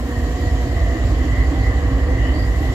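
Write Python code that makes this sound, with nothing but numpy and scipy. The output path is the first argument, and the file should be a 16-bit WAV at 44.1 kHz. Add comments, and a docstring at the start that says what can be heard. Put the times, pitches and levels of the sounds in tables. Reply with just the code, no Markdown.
"""A sixteen-cylinder diesel locomotive idles outdoors, a few metres away; its speed climbs, dips and settles.
Uneven firing pulses throb through the exhaust stack; a blower and gears hum with the shaft, a fan holds its
own note. Bands of noise make the roar, the ringing steel and a dull knock about once a cycle.
Filtered noise makes air that hisses on the right, spits once and later escapes in rising swishes."""
import sys
import numpy as np
from scipy import signal
from scipy.fft import rfft, irfft
from scipy.io import wavfile
from scipy.ndimage import uniform_filter1d

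SR = 44100
rng = np.random.default_rng(int(sys.argv[2]) if len(sys.argv) > 2 else 0)


def persist_wave(psi):
    """Save psi, clipped to +-1, as 16-bit WAV."""
    counts = np.round(np.clip(psi, -1, 1) * 32767).astype(np.int16)
    wavfile.write(sys.argv[1], SR, np.atleast_2d(counts).T)


N = 120834
T = np.arange(N) / SR  # seconds

# each cylinder's exhaust pulse, in firing order: relative_strength_db, lateness (firing intervals)
CYLINDERS = [(-0.5, 0.0059), (-9.5, 0.087), (1.6, -0.092), (0.7, 0.113), (2.5, 0.49), (-1.5, -0.057),
             (-1, -0.02), (-4.5, 0.062), (1.4, 0.04), (8, 0.2046), (5.5, -0.32), (-0.7, 0.012), (4, 0.022),
             (3, 0.138), (-1.4, 0.178), (-4.9, 0.37)]


def amp(db):
    """Decibels to gain."""
    return 10 ** (np.asarray(db) / 20)


def unit(x):
    """Scales to an rms of one."""
    return x / np.sqrt(np.mean(x ** 2) + 1e-20)


def curve(points, t=T):
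    """Reads a table over time, in straight lines."""
    return np.interp(t, *np.transpose(points))


def read(points, hz):
    """Reads a table over log frequency."""
    f, value = np.transpose(points)
    return np.interp(np.log(hz + 1), np.log(f + 1), value)


def pan(db):
    """Left and right gains for a level difference; positive leans left."""
    return amp(np.array([np.atleast_1d(db), -np.atleast_1d(db)]) / 2)


def add(mix, s, sound):
    """Adds a sound to the mix at a time in seconds."""
    part = mix[..., max(round(s * SR), 0):][..., :sound.shape[-1]]
    part += sound[..., :part.shape[-1]]


def drift(rate_hz):
    """Smooth random wandering of rms one: noise under a Gaussian lowpass."""
    hz = np.fft.rfftfreq(2 * N, 1 / SR)
    spectrum = rfft(rng.standard_normal(2 * N))
    return unit(irfft(spectrum * np.exp(-(hz / rate_hz) ** 2))[:N])


def noise(shape, patchy_db):
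    """Stereo noise of rms one with a given spectrum, its level patchy over time and frequency."""
    # left-right likeness: pitch_hz, correlation (0-1)
    likeness = [(60, .995), (250, .98), (500, .88), (700, .8), (1200, .74), (2000, .35), (4000, .1),
                (16000, .15)]
    # left-right balance: pitch_hz, left_minus_right_db
    balance = [(40, 0), (90, -2.5), (170, -0.5), (300, -4), (600, 1.5), (1200, 1.5), (2000, 1.5),
               (3000, -2), (4500, -4.5), (7000, -8), (10000, -9), (15000, -5)]
    hz = np.fft.rfftfreq(N, 1 / SR)
    a, b = rfft(rng.standard_normal((2, N)))
    same = np.clip(read(likeness, hz), -1, 1)
    pair = np.array([a, same * a + np.sqrt(1 - same ** 2) * b])
    x = irfft(pair * amp(read(shape, hz)) * pan(read(balance, hz)), N)
    z = signal.stft(x, nperseg=512)[2]
    patches = rng.standard_normal(z.shape[1:])
    patches = uniform_filter1d(patches, size=10, axis=0)  # smooth over frequency
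    patches = unit(uniform_filter1d(patches, size=9, axis=1))  # smooth over time
    return unit(signal.istft(z * amp(patchy_db * patches))[1][:, :N])


def burst(length, hz, end_hz, width_hz):
    """A swelling and fading band of resonant noise that glides in pitch."""
    t = np.arange(0, length, 1 / SR)
    r = np.exp(-np.pi * width_hz / SR)
    z = rng.standard_normal(N) + 1j * rng.standard_normal(N)
    z = signal.lfilter([1], [1, -2 * r, r * r], z)[-len(t):]  # the tail, once the filter has settled
    turns = np.cumsum(hz + (end_hz - hz) * t / length) / SR
    return unit((z * np.exp(2j * np.pi * turns)).real) * np.sin(np.pi * t / length)


def tone(turns, waver):
    """A sine that wavers in strength and phase."""
    wander = 1 + waver * (drift(12.3) + 1j * drift(6.4))
    return np.sqrt(2) * (wander * np.exp(2j * np.pi * turns)).real


def air_leaks():
    """Steady hiss and finer sizzle of air: two noise bands that share one quick flutter in level."""
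    # hiss spectrum: pitch_hz, relative_db (per Hz)
    hiss_shape = [(500, -25.5), (2000, 1), (2550, -1), (3050, 6), (3500, -1.5), (4450, 0.5), (5100, -3.5),
                  (6500, -5.5), (7100, -1), (7600, -5.5), (8100, -15.5), (10000, -17), (13000, -16.5),
                  (16000, -28)]
    # hiss level around its base: time_s, offset_db
    hiss_level = [(0, -1.5), (.4, 2), (.95, 1), (1.03, 2), (1.6, 0.5), (2.05, -0.5), (2.5, 0.5),
                  (2.74, 2.5)]
    # sizzle spectrum: pitch_hz, relative_db (per Hz)
    sizzle_shape = [(4000, -38), (8000, -8), (10000, -15), (11800, -4), (13500, -14), (15700, -21)]
    # sizzle level: time_s, level_db
    sizzle_level = [(0, -52), (.5, -56), (1.1, -58.5), (1.7, -59), (1.8, -61), (2.3, -61), (2.45, -55),
                    (2.74, -54)]
    hiss_db = -43
    flutter = drift(38)
    hiss = noise(hiss_shape, patchy_db=1.4) * amp(hiss_db + curve(hiss_level) + 0.34 * flutter)
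    sizzle = noise(sizzle_shape, patchy_db=1.5) * amp(curve(sizzle_level) + 0.76 * flutter)
    return hiss + sizzle


def air_spit():
    """One short spit of air: bright noise under a bell-shaped envelope."""
    # spectrum: pitch_hz, relative_db (per Hz)
    spit_shape = [(4000, -30), (8000, -6), (12000, 0), (15700, -1)]
    peak_s, spread_s, spit_db = 0.096, 0.04, -52
    envelope = np.exp(-((T - peak_s) / spread_s) ** 2)
    return noise(spit_shape, patchy_db=.8) * amp(spit_db) * envelope * pan(db=4)


def air_swishes():
    """Escaping air that climbs in pitch: a wide rush for each ear and a narrow core common to both."""
    # swishes: start_s, length_s, first_hz, last_hz, width_hz, level_db (before the swell), left_minus_right_db
    swishes = [(1.82, .06, 3030, 3040, 100, -47, 0), (2.05, .11, 485, 520, 10, -33, 6),
               (2.17, .19, 2800, 3100, 320, -40, 0), (2.29, .2, 608, 622, 8, -41, 2),
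               (2.31, .18, 4440, 4870, 380, -42.5, -7)]
    core_width_share, core_db = .12, -4  # core against rush
    out = np.zeros((2, N))
    for s, length, hz, end_hz, width, db, side in swishes:
        rush = np.array([burst(length, hz, end_hz, width) for _ in range(2)])
        core = amp(core_db) * burst(length, hz, end_hz, width * core_width_share)
        add(out, s, amp(db) * pan(side) * (rush + core) / np.hypot(1, amp(core_db)))
    return out


def fan():
    """Wavering sines at fixed pitches: the fan keeps its own speed."""
    # fan tones: pitch_hz, base_level_db, left_minus_right_db
    fan_tones = [(483.3, -41, .5), (964, -58.5, -16), (2842, -68, -3), (6757, -72, -6)]
    # level of all fan tones together: time_s, offset_db
    fan_level = [(0, 1), (.5, 3.5), (1.2, -1), (2.0, 2), (2.74, 1)]
    tones = sum(amp(db) * pan(side) * tone(hz * T, waver=.13) for hz, db, side in fan_tones)
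    return tones * amp(curve(fan_level))


def blower(cycles):
    """A wavering hum whose pitch is a fixed multiple of the engine cycle."""
    # hum level: time_s, level_db
    blower_level = [(0, -33), (.5, -35), (1.0, -36.5), (1.3, -31), (1.8, -32.5), (2.3, -30), (2.5, -36),
                    (2.74, -31.5)]
    tones_per_cycle = 71.68
    return amp(curve(blower_level)) * tone(tones_per_cycle * cycles, waver=.11) * pan(db=0.5)


def gears(cycles):
    """Two wavering whines whose pitches are fixed multiples of the engine cycle."""
    # upper whine: time_s, level_db
    high_level = [(0, -43.5), (.4, -39.5), (.9, -44), (1.25, -52), (1.6, -41.5), (1.9, -44.5), (2.3, -51),
                  (2.74, -44)]
    # lower whine: time_s, level_db
    low_level = [(0, -50), (.6, -46), (.9, -37.5), (1.2, -46), (1.5, -67), (2.74, -45)]
    high_order, low_order, waver = 212.4, 195.5, .14  # orders in periods per engine cycle
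    whine = amp(curve(high_level)) * tone(high_order * cycles, waver)
    whine += amp(curve(low_level)) * tone(low_order * cycles, waver)
    return whine * pan(db=2.0)


def firing_pulse(cycles):
    """An even swing from -1 to 1, once per firing interval."""
    return np.cos(2 * np.pi * len(CYLINDERS) * cycles)


def roar(cycles):
    """Roar of the machinery: low-heavy noise that pulses with the firings."""
    # spectrum: pitch_hz, relative_db (per Hz)
    roar_shape = [(20, -23), (33, -23), (47, -4), (70, 1.5), (105, -0.5), (150, -5), (205, -14.5),
                  (275, -4.5), (340, -7.5), (450, -14), (620, -13), (770, -15.5), (870, -23.5), (1100, -17),
                  (1420, -28.5), (1700, -21.5), (2400, -32.5), (4000, -42), (16000, -78)]
    # level around the base: time_s, offset_db
    roar_level = [(0, -2), (.7, -1), (1.4, 0), (1.85, .5), (2.15, .8), (2.5, -.5), (2.74, -.5)]
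    roar_db = -25
    return noise(roar_shape, patchy_db=0.82) * amp(roar_db + curve(roar_level) + .5 * firing_pulse(cycles))


def steel_ring(cycles):
    """The engine's steel rings near 1.9 kHz: a singing core in a noise skirt, both wandering in pitch."""
    # level of core and skirt together: time_s, level_db
    ring_level = [(0, -49), (.1, -41.5), (.17, -35.5), (.27, -41), (.46, -37), (.7, -41), (.87, -36.5),
                  (1.2, -40.5), (1.41, -32.5), (1.53, -39.5), (1.66, -32.5), (1.82, -40), (2.2, -35),
                  (2.6, -37), (2.74, -34)]
    # skirt spectrum before it is shifted to follow the core: pitch_hz, relative_db (per Hz)
    ring_shape = [(1000, -54), (1650, -25), (1830, 0.5), (1930, -4), (2020, -1), (2130, -12.5), (2400, -45),
                  (4000, -64)]
    # pitch of the singing core: time_s, pitch_hz
    sing_pitch = [(0, 1894), (.17, 1878), (.45, 1935), (.62, 1965), (1.08, 1930), (1.45, 2000), (1.9, 1941),
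                  (2.25, 1939), (2.55, 1953), (2.74, 1963)]
    skirt_db, skirt_centre_hz = -1.5, 1937
    sing_db, sing_flutter_hz = -3.5, 28
    carrier = np.exp(2j * np.pi * np.cumsum(curve(sing_pitch)) / SR)
    sing = np.array([(carrier * (drift(sing_flutter_hz) + 1j * drift(sing_flutter_hz))).real
                     for _ in range(2)])
    # shift the skirt by the core's distance from the skirt's centre
    shift = carrier * np.exp(-2j * np.pi * skirt_centre_hz * T)
    skirt = (signal.hilbert(noise(ring_shape, patchy_db=1.5)) * shift).real
    level = amp(curve(ring_level) + 0.77 * firing_pulse(cycles))
    return (amp(skirt_db) * skirt + amp(sing_db) * sing) * level * pan(db=-0.5)


def knocks():
    """Dull knocks of the engine, about one a cycle: short narrow bursts of noise."""
    # knocks: centre_s, level_db (before the swell and pan), pitch_hz
    knock_list = [(.10, -36.5, 284), (0.389, -30.5, 271), (.68, -30, 281), (0.964, -28.5, 317),
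                  (1.25, -28, 286.4), (1.529, -24, 281), (2.08, -33.5, 327.7), (2.351, -30, 313),
                  (2.62, -30, 292)]
    width_hz, length_s = 34.5, 0.06
    out = np.zeros(N)
    for s, db, hz in knock_list:
        add(out, s - length_s / 2, amp(db) * burst(length_s, hz, hz, width_hz))
    return out * pan(db=-4.0)


def exhaust(cycles):
    """One pulse per firing, each cylinder with its own strength and delay, booms through the stack."""
    # loudness of the pulses: time_s, offset_db
    load = [(0, -4.5), (.4, -1), (.8, 0.5), (1.3, 1.6), (1.8, -0.7), (2.3, 0), (2.74, -0.5)]
    # response of the exhaust stack: pitch_hz, relative_gain_db
    stack = [(20, -71), (36, -42), (43, -31.5), (47, -15.5), (58, -13), (72, -1.5), (86, -30.5), (102, -23),
             (130, -37.5), (200, -44.5), (400, -55.5), (1500, -92), (4000, -110), (16000, -135)]
    scatter_db, scatter_s = .35, .00012  # chance from firing to firing
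    count = len(CYLINDERS)
    k = np.arange(-count, 11 * count)  # starts one cycle early so the stack already sounds
    chance = rng.standard_normal((len(k), 2))
    strength_db, late = np.array(CYLINDERS)[k % count].T
    slots = (k + late) / count  # firing moments in cycles
    at = np.interp(slots, cycles, T, right=T[-1] + 1)
    at += np.minimum(slots, 0) / (cycles[1] - cycles[0]) / SR  # early firings, at the starting speed
    size = amp(strength_db + curve(load, at) + scatter_db * chance[:, 0])
    pulses = np.zeros(N + 3 * SR)  # one second of lead-in
    np.add.at(pulses, np.round((at + 1 + scatter_s * chance[:, 1]) * SR).astype(int), -size)
    # minimum-phase impulse response of the stack
    log_gain = np.log(amp(read(stack, abs(np.fft.fftfreq(16384, 1 / SR)))))
    pipe = np.fft.ifft(np.exp(np.conj(signal.hilbert(log_gain)))).real[:len(log_gain) // 2]
    boom = signal.fftconvolve(pulses, pipe)[SR:SR + N]
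    half_interval = N / (2 * count * cycles[-1])  # mean, in samples; scales the level
    return boom * half_interval * pan(db=-2.5)


def scene():
    """The engine cycle, two turns of the shaft, drives everything but the fan, the air and the knocks."""
    # shaft speed: time_s, speed (turns per minute)
    speed = [(0, 408), (.3, 408.1), (.6, 410.7), (.9, 417.2), (1.2, 425.6), (1.5, 435.5), (1.8, 444.2),
             (2.0, 445.8), (2.2, 440.1), (2.45, 436.3), (2.74, 440.2)]
    cycles = np.cumsum(curve(speed)) / SR / 120
    air = air_leaks() + air_spit() + air_swishes()
    hums = fan() + blower(cycles) + gears(cycles)
    machinery = roar(cycles) + steel_ring(cycles) + knocks()
    return air + hums + machinery + exhaust(cycles)


def record(dry):
    """Sound reaches the left microphone a little later; a steep lowpass then limits the band."""
    left_lag_s, edge_hz = .000136, 15720
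    heard = np.array([np.roll(dry[0], round(left_lag_s * SR)), dry[1]])
    lowpass = signal.firwin(511, edge_hz, window=("kaiser", 9), fs=SR)
    return signal.oaconvolve(heard, lowpass[None], "same")


dry = scene()
out = record(dry)
persist_wave(out)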